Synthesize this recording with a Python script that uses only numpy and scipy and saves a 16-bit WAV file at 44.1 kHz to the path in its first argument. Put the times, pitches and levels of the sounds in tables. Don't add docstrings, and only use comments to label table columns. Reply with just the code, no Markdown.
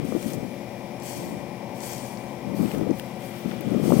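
import sys
import numpy as np
from scipy import signal
from scipy.fft import rfft, irfft
from scipy.io import wavfile
from scipy.ndimage import uniform_filter1d, map_coordinates

SR = 44100
rng = np.random.default_rng(int(sys.argv[2]) if len(sys.argv) > 2 else 0)


def log_audio(samples):
    frames = np.atleast_2d(samples).T
    limited = np.clip(frames, -1, 1)
    pcm = np.round(limited * 32767).astype(np.int16)
    wavfile.write(sys.argv[1], SR, pcm)


N = 176400
TIME, FREQS = np.arange(N) / SR, np.maximum(np.fft.rfftfreq(N, 1 / SR), 1)
AIR_LEFT_DB, STRAW_LEFT_DB, WIND_LUMP_DB = 6.5, 8.5, 1.4
# frequency in Hz, relative level in dB.
WIND_SPECTRUM = [(20, -55), (35, -32), (60, -20), (110, -7), (180, 2), (290, -1), (420, -8), (600, -16.5),
                 (900, -29), (1250, -28.5), (1600, -46), (4000, -53.5)]


def from_db(db):
    return 10 ** (np.asarray(db) / 20)


def unit_rms(x):
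    return x / np.sqrt(np.mean(x ** 2) + 1e-20)


def at_hz(points, hz):
    f, v = np.transpose(points)
    return np.interp(np.log(hz), np.log(f), v)


def bell(hz, centre_hz, width_oct):
    return np.exp(-.5 * (np.log2(hz / centre_hz) / width_oct) ** 2)


def colour(x, db):
    return irfft(rfft(x) * from_db(db), N)


def stereo_noise(db):
    return unit_rms(colour(rng.standard_normal((2, N)), db))


def drift(hz):
    return unit_rms(irfft(rfft(rng.standard_normal(N)) / (1 + (FREQS / hz) ** 2), N))


def pan(left_db):
    gain = np.atleast_1d(from_db(left_db))
    return 2 * np.array([gain, np.ones_like(gain)]) / (1 + gain)


def blend(a, b, share):
    return np.sqrt(1 - share) * a + np.sqrt(share) * b


def air():
    # frequency in Hz, relative level in dB.
    spectrum = [(30, 4), (150, 10), (600, 0.5), (1250, 6.5), (1600, 7), (3200, 5.5), (4300, 1), (5400, 6),
                (6500, -1.5), (10000, -3), (12000, -3), (16000, -4)]
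    return from_db(-51) * stereo_noise(at_hz(spectrum, FREQS)) * pan(AIR_LEFT_DB)


def insect():
    # start in seconds, length in seconds, pitch in Hz, level in dB.
    calls = [(.42, 0.23, 10070, -69.5), (.76, .08, 10250, -71.5), (.92, 0.07, 10400, -67),
             (1.303, 0.068, 10660, -68), (1.46, 0.142, 10620, -68.5), (2.4, 0.13, 10880, -69)]
    out, tremble_hz = 0, 64.3
    tremble = np.cumsum(tremble_hz * drift(152)) / SR
    for start, length, hz, db in calls:
        swell = np.sqrt(np.abs(np.sin(np.pi * np.clip((TIME - start) / length, 0, 1))))
        out += np.sqrt(2) * from_db(db) * swell * np.sin(2 * np.pi * (hz * TIME + tremble))
    return out * pan(AIR_LEFT_DB)


def engine():
    # frequency in Hz, relative level in dB.
    spectrum = [(35, -32), (70, -13), (110, -5.5), (170, -1), (270, 0), (310, -7.5), (360, -7), (450, -7),
                (570, -2.5), (630, -9), (720, -6), (970, -10), (1100, -19.5), (1250, -25), (1500, -31),
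                (1750, -25.5), (2040, -16.5), (2180, -21), (2350, -16), (2500, -22.5), (2630, -31),
                (2730, -25), (2900, -30), (3200, -28.5), (4200, -35.5), (6500, -52), (11000, -100)]
    # frequency in Hz, relative level in dB.
    tones = [(120, -53.5), (133, -49), (180, -47), (210, -46.5), (266, -54), (349, -45.5), (484, -53),
             (540, -49), (580, -49.5), (600, -55), (700, -55), (720, -56.5), (740, -58.5), (770, -59),
             (840, -53.5), (900, -59), (930, -59), (950, -61.5), (1050, -61), (1110, -66.5), (1170, -70),
             (1560, -71), (1900, -69), (1980, -67), (2040, -68), (2220, -65.5), (2320, -66), (2340, -69),
             (2370, -69.5), (2400, -60.5)]
    # time in seconds, gain in dB.
    clatter_gain = [(0, -8.5), (.5, -3.5), (1.1, .5), (1.8, 1), (2.4, 1), (3.0, -1), (3.5, -5.5), (4, -6)]
    # frequency in Hz, left minus right in dB.
    balance = [(60, 12), (700, 13), (1300, 18), (1900, 7), (2400, 13), (4400, 11)]
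    firing_hz, decay_s, left_lag_s = 60, 0.12, .00006
    clock = np.cumsum(1 + 0.0003 * drift(2.2)) / SR
    firings = firing_hz * clock
    cylinder, age = firings.astype(int) % 6, firings % 1 / firing_hz
    knocks = blend(rng.standard_normal((6, SR // 50)), rng.standard_normal(SR // 50), share=0.047)
    repeated = unit_rms(map_coordinates(knocks, [cylinder, age * SR], order=3))
    pulses = blend(repeated, rng.standard_normal(N), share=0.54) * np.exp(-age / decay_s)
    body = from_db(-38.3) * unit_rms(colour(pulses, at_hz(spectrum, FREQS)))
    for hz, db in tones:
        level = from_db(db - 1.77 + 1.5 * drift(2.7))
        body += np.sqrt(2) * level * np.sin(2 * np.pi * (hz * clock + rng.random()))
    clatter = irfft(rfft(body) * bell(FREQS, 964, width_oct=0.35), N)
    body += clatter * (from_db(np.interp(TIME, *np.transpose(clatter_gain))) - 1)
    delay = np.exp(-2j * np.pi * FREQS * np.array([[left_lag_s], [0]]))
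    return irfft(rfft(body) * pan(at_hz(balance, FREQS)) * delay, N)


def puff():
    # time in seconds, level in dB.
    swell = [(1.13, -58), (1.17, -38.5), (1.31, -37), (1.41, -44), (1.5, -63)]
    level_db = np.interp(TIME, *np.transpose(swell), left=-120, right=-120)
    rumble = stereo_noise(at_hz(WIND_SPECTRUM, FREQS) - 10 * np.log10(1 + (FREQS / 350) ** 4))
    return rumble * from_db(level_db + WIND_LUMP_DB * drift(40)) * pan(left_db=2.5)


def wind():
    # time in seconds, relative level in dB.
    gusts = [
        [(0.0, -31), (0.11, -33), (0.17, -27.5), (0.202, -43), (0.27, -33.5), (0.304, -38.5), (0.33, -33),
         (0.47, -36), (0.52, -44)],
        [(2.44, -46), (2.46, -32.5), (2.53, -33), (2.565, -35), (2.6, -26), (2.66, -28), (2.724, -41.5),
         (2.745, -29.5), (2.826, -28), (2.852, -31), (2.905, -26), (2.955, -38)],
        [(3.44, -48), (3.456, -31), (3.55, -36), (3.635, -37), (3.67, -29.5), (3.76, -26.5), (3.82, -28),
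         (3.87, -24), (3.895, -24.5), (3.93, -19.5), (3.952, -25.5), (4.0, -20.5)],
    ]
    # centre in seconds, relative peak in dB, pitch in Hz.
    eddies = [(.049, -20.5, 280), (.124, -22.5, 500), (.124, -30, 1084), (.152, -23.5, 402),
              (.166, -16, 310), (.166, -27.5, 700), (.264, -16.5, 220), (.284, -25, 220), (.382, -25, 300),
              (2.548, -24, 240), (2.602, -19, 220), (2.611, -20.5, 240), (2.648, -18.5, 189.5),
              (2.741, -24, 240), (2.824, -20, 277), (2.872, -21.5, 499), (2.896, -15, 300),
              (2.902, -18, 450), (2.914, -13, 273), (3.46, -19.5, 222), (3.675, -17.5, 197),
              (3.72, -17, 220), (3.75, -19, 492), (3.764, -14, 199), (3.8, -20, 440), (3.834, -17.5, 200),
              (3.881, -19, 300), (3.907, -17.5, 706), (3.922, -10.5, 484), (3.923, -17.5, 1060),
              (3.93, -13, 245), (3.938, -14, 290), (3.97, -16, 210), (3.996, -11, 280)]
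    fade_s, brightening, eddy_cycles = 0.015, 0.4, 0.63
    strength = 1e-6
    for gust in gusts:
        times, db = np.transpose(gust)
        outside_s = np.maximum(np.maximum(times[0] - TIME, TIME - times[-1]), 0)
        strength += from_db(np.interp(TIME, times, db)) * np.exp(-outside_s / fade_s)
    rumble = stereo_noise(at_hz(WIND_SPECTRUM, FREQS))
    rumble /= np.sqrt(uniform_filter1d(rumble ** 2, size=1500, axis=1))
    upper = colour(rumble, -10 * np.log10(1 + (400 / FREQS) ** 4))
    rumble += upper * ((strength / from_db(-33)) ** brightening - 1)
    out = rumble * strength * from_db(-1 + WIND_LUMP_DB * drift(41))
    for centre, db, hz in eddies:
        cycles = (TIME - centre) * hz
        envelope = np.exp(-.5 * np.minimum((cycles / eddy_cycles) ** 2, 100))
        out += from_db(db) * envelope * np.sin(2 * np.pi * (cycles + rng.random()))
    return out * pan(left_db=26.5)


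def scuffs():
    # frequency in Hz, relative level in dB.
    spectrum = [(500, -13), (1300, 2.5), (2100, -7.5), (3300, -0.5), (4400, -12.5), (8000, -28)]
    # time in seconds, level in dB.
    levels = [(0, -55), (.3, -51), (.5, -75), (2.5, -76), (2.68, -50), (2.9, -62), (3.3, -52), (3.6, -51.5),
              (3.9, -49.5)]
    rub = stereo_noise(at_hz(spectrum, FREQS))
    return rub * from_db(np.interp(TIME, *np.transpose(levels)) + drift(30)) * pan(STRAW_LEFT_DB)


def snaps():
    # start in seconds, relative level in dB, ring in Hz, low body against the ring in dB.
    breaks = [(.051, -32.5, 9500, -9), (.082, -35, 13000, -6), (0.227, -26, 7000, -9),
              (.302, -33, 3100, -6), (.334, -27.5, 7000, -8), (1.0, -35, 7200, -14), (1.022, -34, 5500, -6),
              (1.035, -31, 12000, -12), (1.096, -29, 7500, -12), (1.805, -32, 6500, -8),
              (1.836, -29, 6000, -8), (1.933, -25.5, 7800, -8), (2.173, -35, 4500, -10),
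              (2.622, -32, 12500, -14), (2.659, -30, 2700, -2), (2.709, -29.5, 2200, -5),
              (2.716, -22, 2380, 1), (2.748, -29, 2200, -2), (2.783, -36, 9000, -2), (2.908, -35, 5500, -6),
              (2.988, -31, 13500, -10), (2.997, -24.5, 11500, -4), (2.997, -22, 2730, 6),
              (3.513, -26.5, 2900, -4), (3.518, -27.5, 1400, -2), (3.609, -26, 14100, -16),
              (3.706, -35, 10500, -10)]
    out, age, decay_s = np.zeros((2, N)), TIME[:SR // 40], 0.002
    n = len(age)
    hz = np.fft.rfftfreq(n, 1 / SR) + 1
    for start, db, ring_hz, body_db in breaks:
        shape = bell(hz, ring_hz, width_oct=.38) + from_db(body_db) / (1 + (hz / ring_hz) ** 2)
        splinters = unit_rms(irfft(rfft(rng.standard_normal((2, n))) * shape, n))
        i = int(start * SR)
        out[:, i:i + n] += from_db(db - 7) * splinters * np.exp(-age / decay_s)
    return out * pan(STRAW_LEFT_DB)


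def stalks(pressure):
    out, pitches = np.zeros((2, N)), np.geomspace(2000, 15000, 24)
    peak_ticks_per_s, spread_db, ring_cycles = 4500, 1.3, 30
    for hz in pitches:
        hits = np.flatnonzero(rng.random(N) < peak_ticks_per_s * pressure / len(pitches) / SR)
        sizes = from_db(spread_db * np.minimum(rng.exponential(1, N), 3))[hits]
        ticks = np.full((2, N), 1e-18)
        ticks[:, hits] = sizes * rng.choice([-1, 1], (2, N))[:, hits] / np.sqrt(pressure[hits])
        radius = np.exp(-np.log(1000) * hz / (ring_cycles * SR))
        angle = 2 * np.pi * hz / SR
        out += hz * signal.lfilter([0, np.sin(angle)], [1, -2 * radius * np.cos(angle), radius ** 2], ticks)
    return unit_rms(signal.sosfilt(signal.butter(2, pitches[0], "high", fs=SR, output="sos"), out))


def crushed_straw(pressure):
    # frequency in Hz, relative level in dB.
    spectrum = [(600, -7), (1500, -3), (2300, 1.5), (2750, -3.5), (3250, 0), (3650, -7), (4000, -5.5),
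                (4550, 1.5), (5050, -4), (5550, 1), (5900, -2), (6450, 1), (7100, -3), (7550, -1.5),
                (7800, 2), (8150, 0.5), (9300, -1), (11000, -5.5), (12500, -3.5), (14200, -3.5),
                (16000, -7)]
    cracks_per_s, spread_db = 4000 * pressure, 1.6
    hits = rng.random(N) < cracks_per_s / SR
    sizes = from_db(spread_db * np.minimum(rng.exponential(1, N), 4)) / np.sqrt(cracks_per_s)
    cracks = unit_rms(hits * sizes * rng.standard_normal((2, N)))
    swish = blend(cracks, rng.standard_normal((2, N)), share=0.79)
    straw = blend(swish, stalks(pressure), share=0.25)
    return unit_rms(colour(straw, at_hz(spectrum, FREQS)))


def footsteps():
    # start in seconds, relative level in dB, then rise, hold and
    # 20 dB fall in seconds (a negative fall swells), tilt in dB per octave, crunch resonance in dB.
    steps = [(0.02, -52.5, .05, .02, 0.9, 2, 0), (.15, -48, 0.078, 0.12, 0.02, 2, -0.5),
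             (0.996, -43, 0.092, 0.011, 0.24, -.5, 1), (1.12, -48.5, 0.05, 0.057, 0.26, 0, -0.5),
             (1.739, -53.5, 0.02, .03, 0.34, 0, -0.5), (1.785, -44, 0.056, 0.098, 0.42, 0.1, 1.5),
             (2.532, -47, 0.037, 0.165, 0.15, 1.5, -5), (2.917, -54, 0.041, 0.03, 0.5, 1.5, -2.5),
             (3.176, -49.5, 0.065, 0.016, 0.3, 4, -3), (3.33, -51, 0.052, 0.01, 0.2, 1.5, -5),
             (3.45, -51.5, 0.05, 0.02, 0.2, -1.5, -5.5), (3.6, -56.5, .05, .1, .3, -1, -3),
             (3.78, -43.5, 0.092, 0.07, -0.5, 0.5, -1.5)]
    envelopes = []
    for start, db, rise, hold, fall, _, _ in steps:
        attack = np.clip((TIME - start) / rise, 0, 1)
        fall_db = 20 * np.maximum(TIME - start - rise - hold, 0) / fall
        envelopes.append(attack * from_db(db - fall_db))
    power = np.square(envelopes)
    total = power.sum(axis=0) + 1e-14
    *_, tilts, crunches = np.transpose(steps)
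    tilt_db, crunch_db = tilts @ power / total, crunches @ power / total
    level = np.sqrt(total)
    straw = rfft(crushed_straw(pressure=np.maximum(level / level.max(), .3)))
    out, pivot_hz, crunch_hz, patchy_db = 0, 8000, 7200, 1.13
    octaves = np.clip(np.log2(FREQS / pivot_hz), -2, 1)
    for centre in np.linspace(-2, 1, 10):
        band = irfft(straw * np.maximum(1 - 3 * abs(octaves - centre), 0), N)
        crunch = bell(pivot_hz * 2 ** centre, crunch_hz, width_oct=0.42)
        out += band * from_db(tilt_db * centre + crunch_db * crunch + patchy_db * drift(18))
    return from_db(3) * level * out * pan(STRAW_LEFT_DB)


def scene():
    return footsteps() + scuffs() + snaps() + engine() + wind() + puff() + insect() + air()


def record(dry):
    ceiling, cutoff_hz = 0.88, 15850
    rounded = dry / (1 + (dry / ceiling) ** 6) ** (1 / 6)
    return signal.sosfilt(signal.ellip(12, .1, 80, cutoff_hz, fs=SR, output="sos"), rounded)


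dry = scene()
out = record(dry)
log_audio(out)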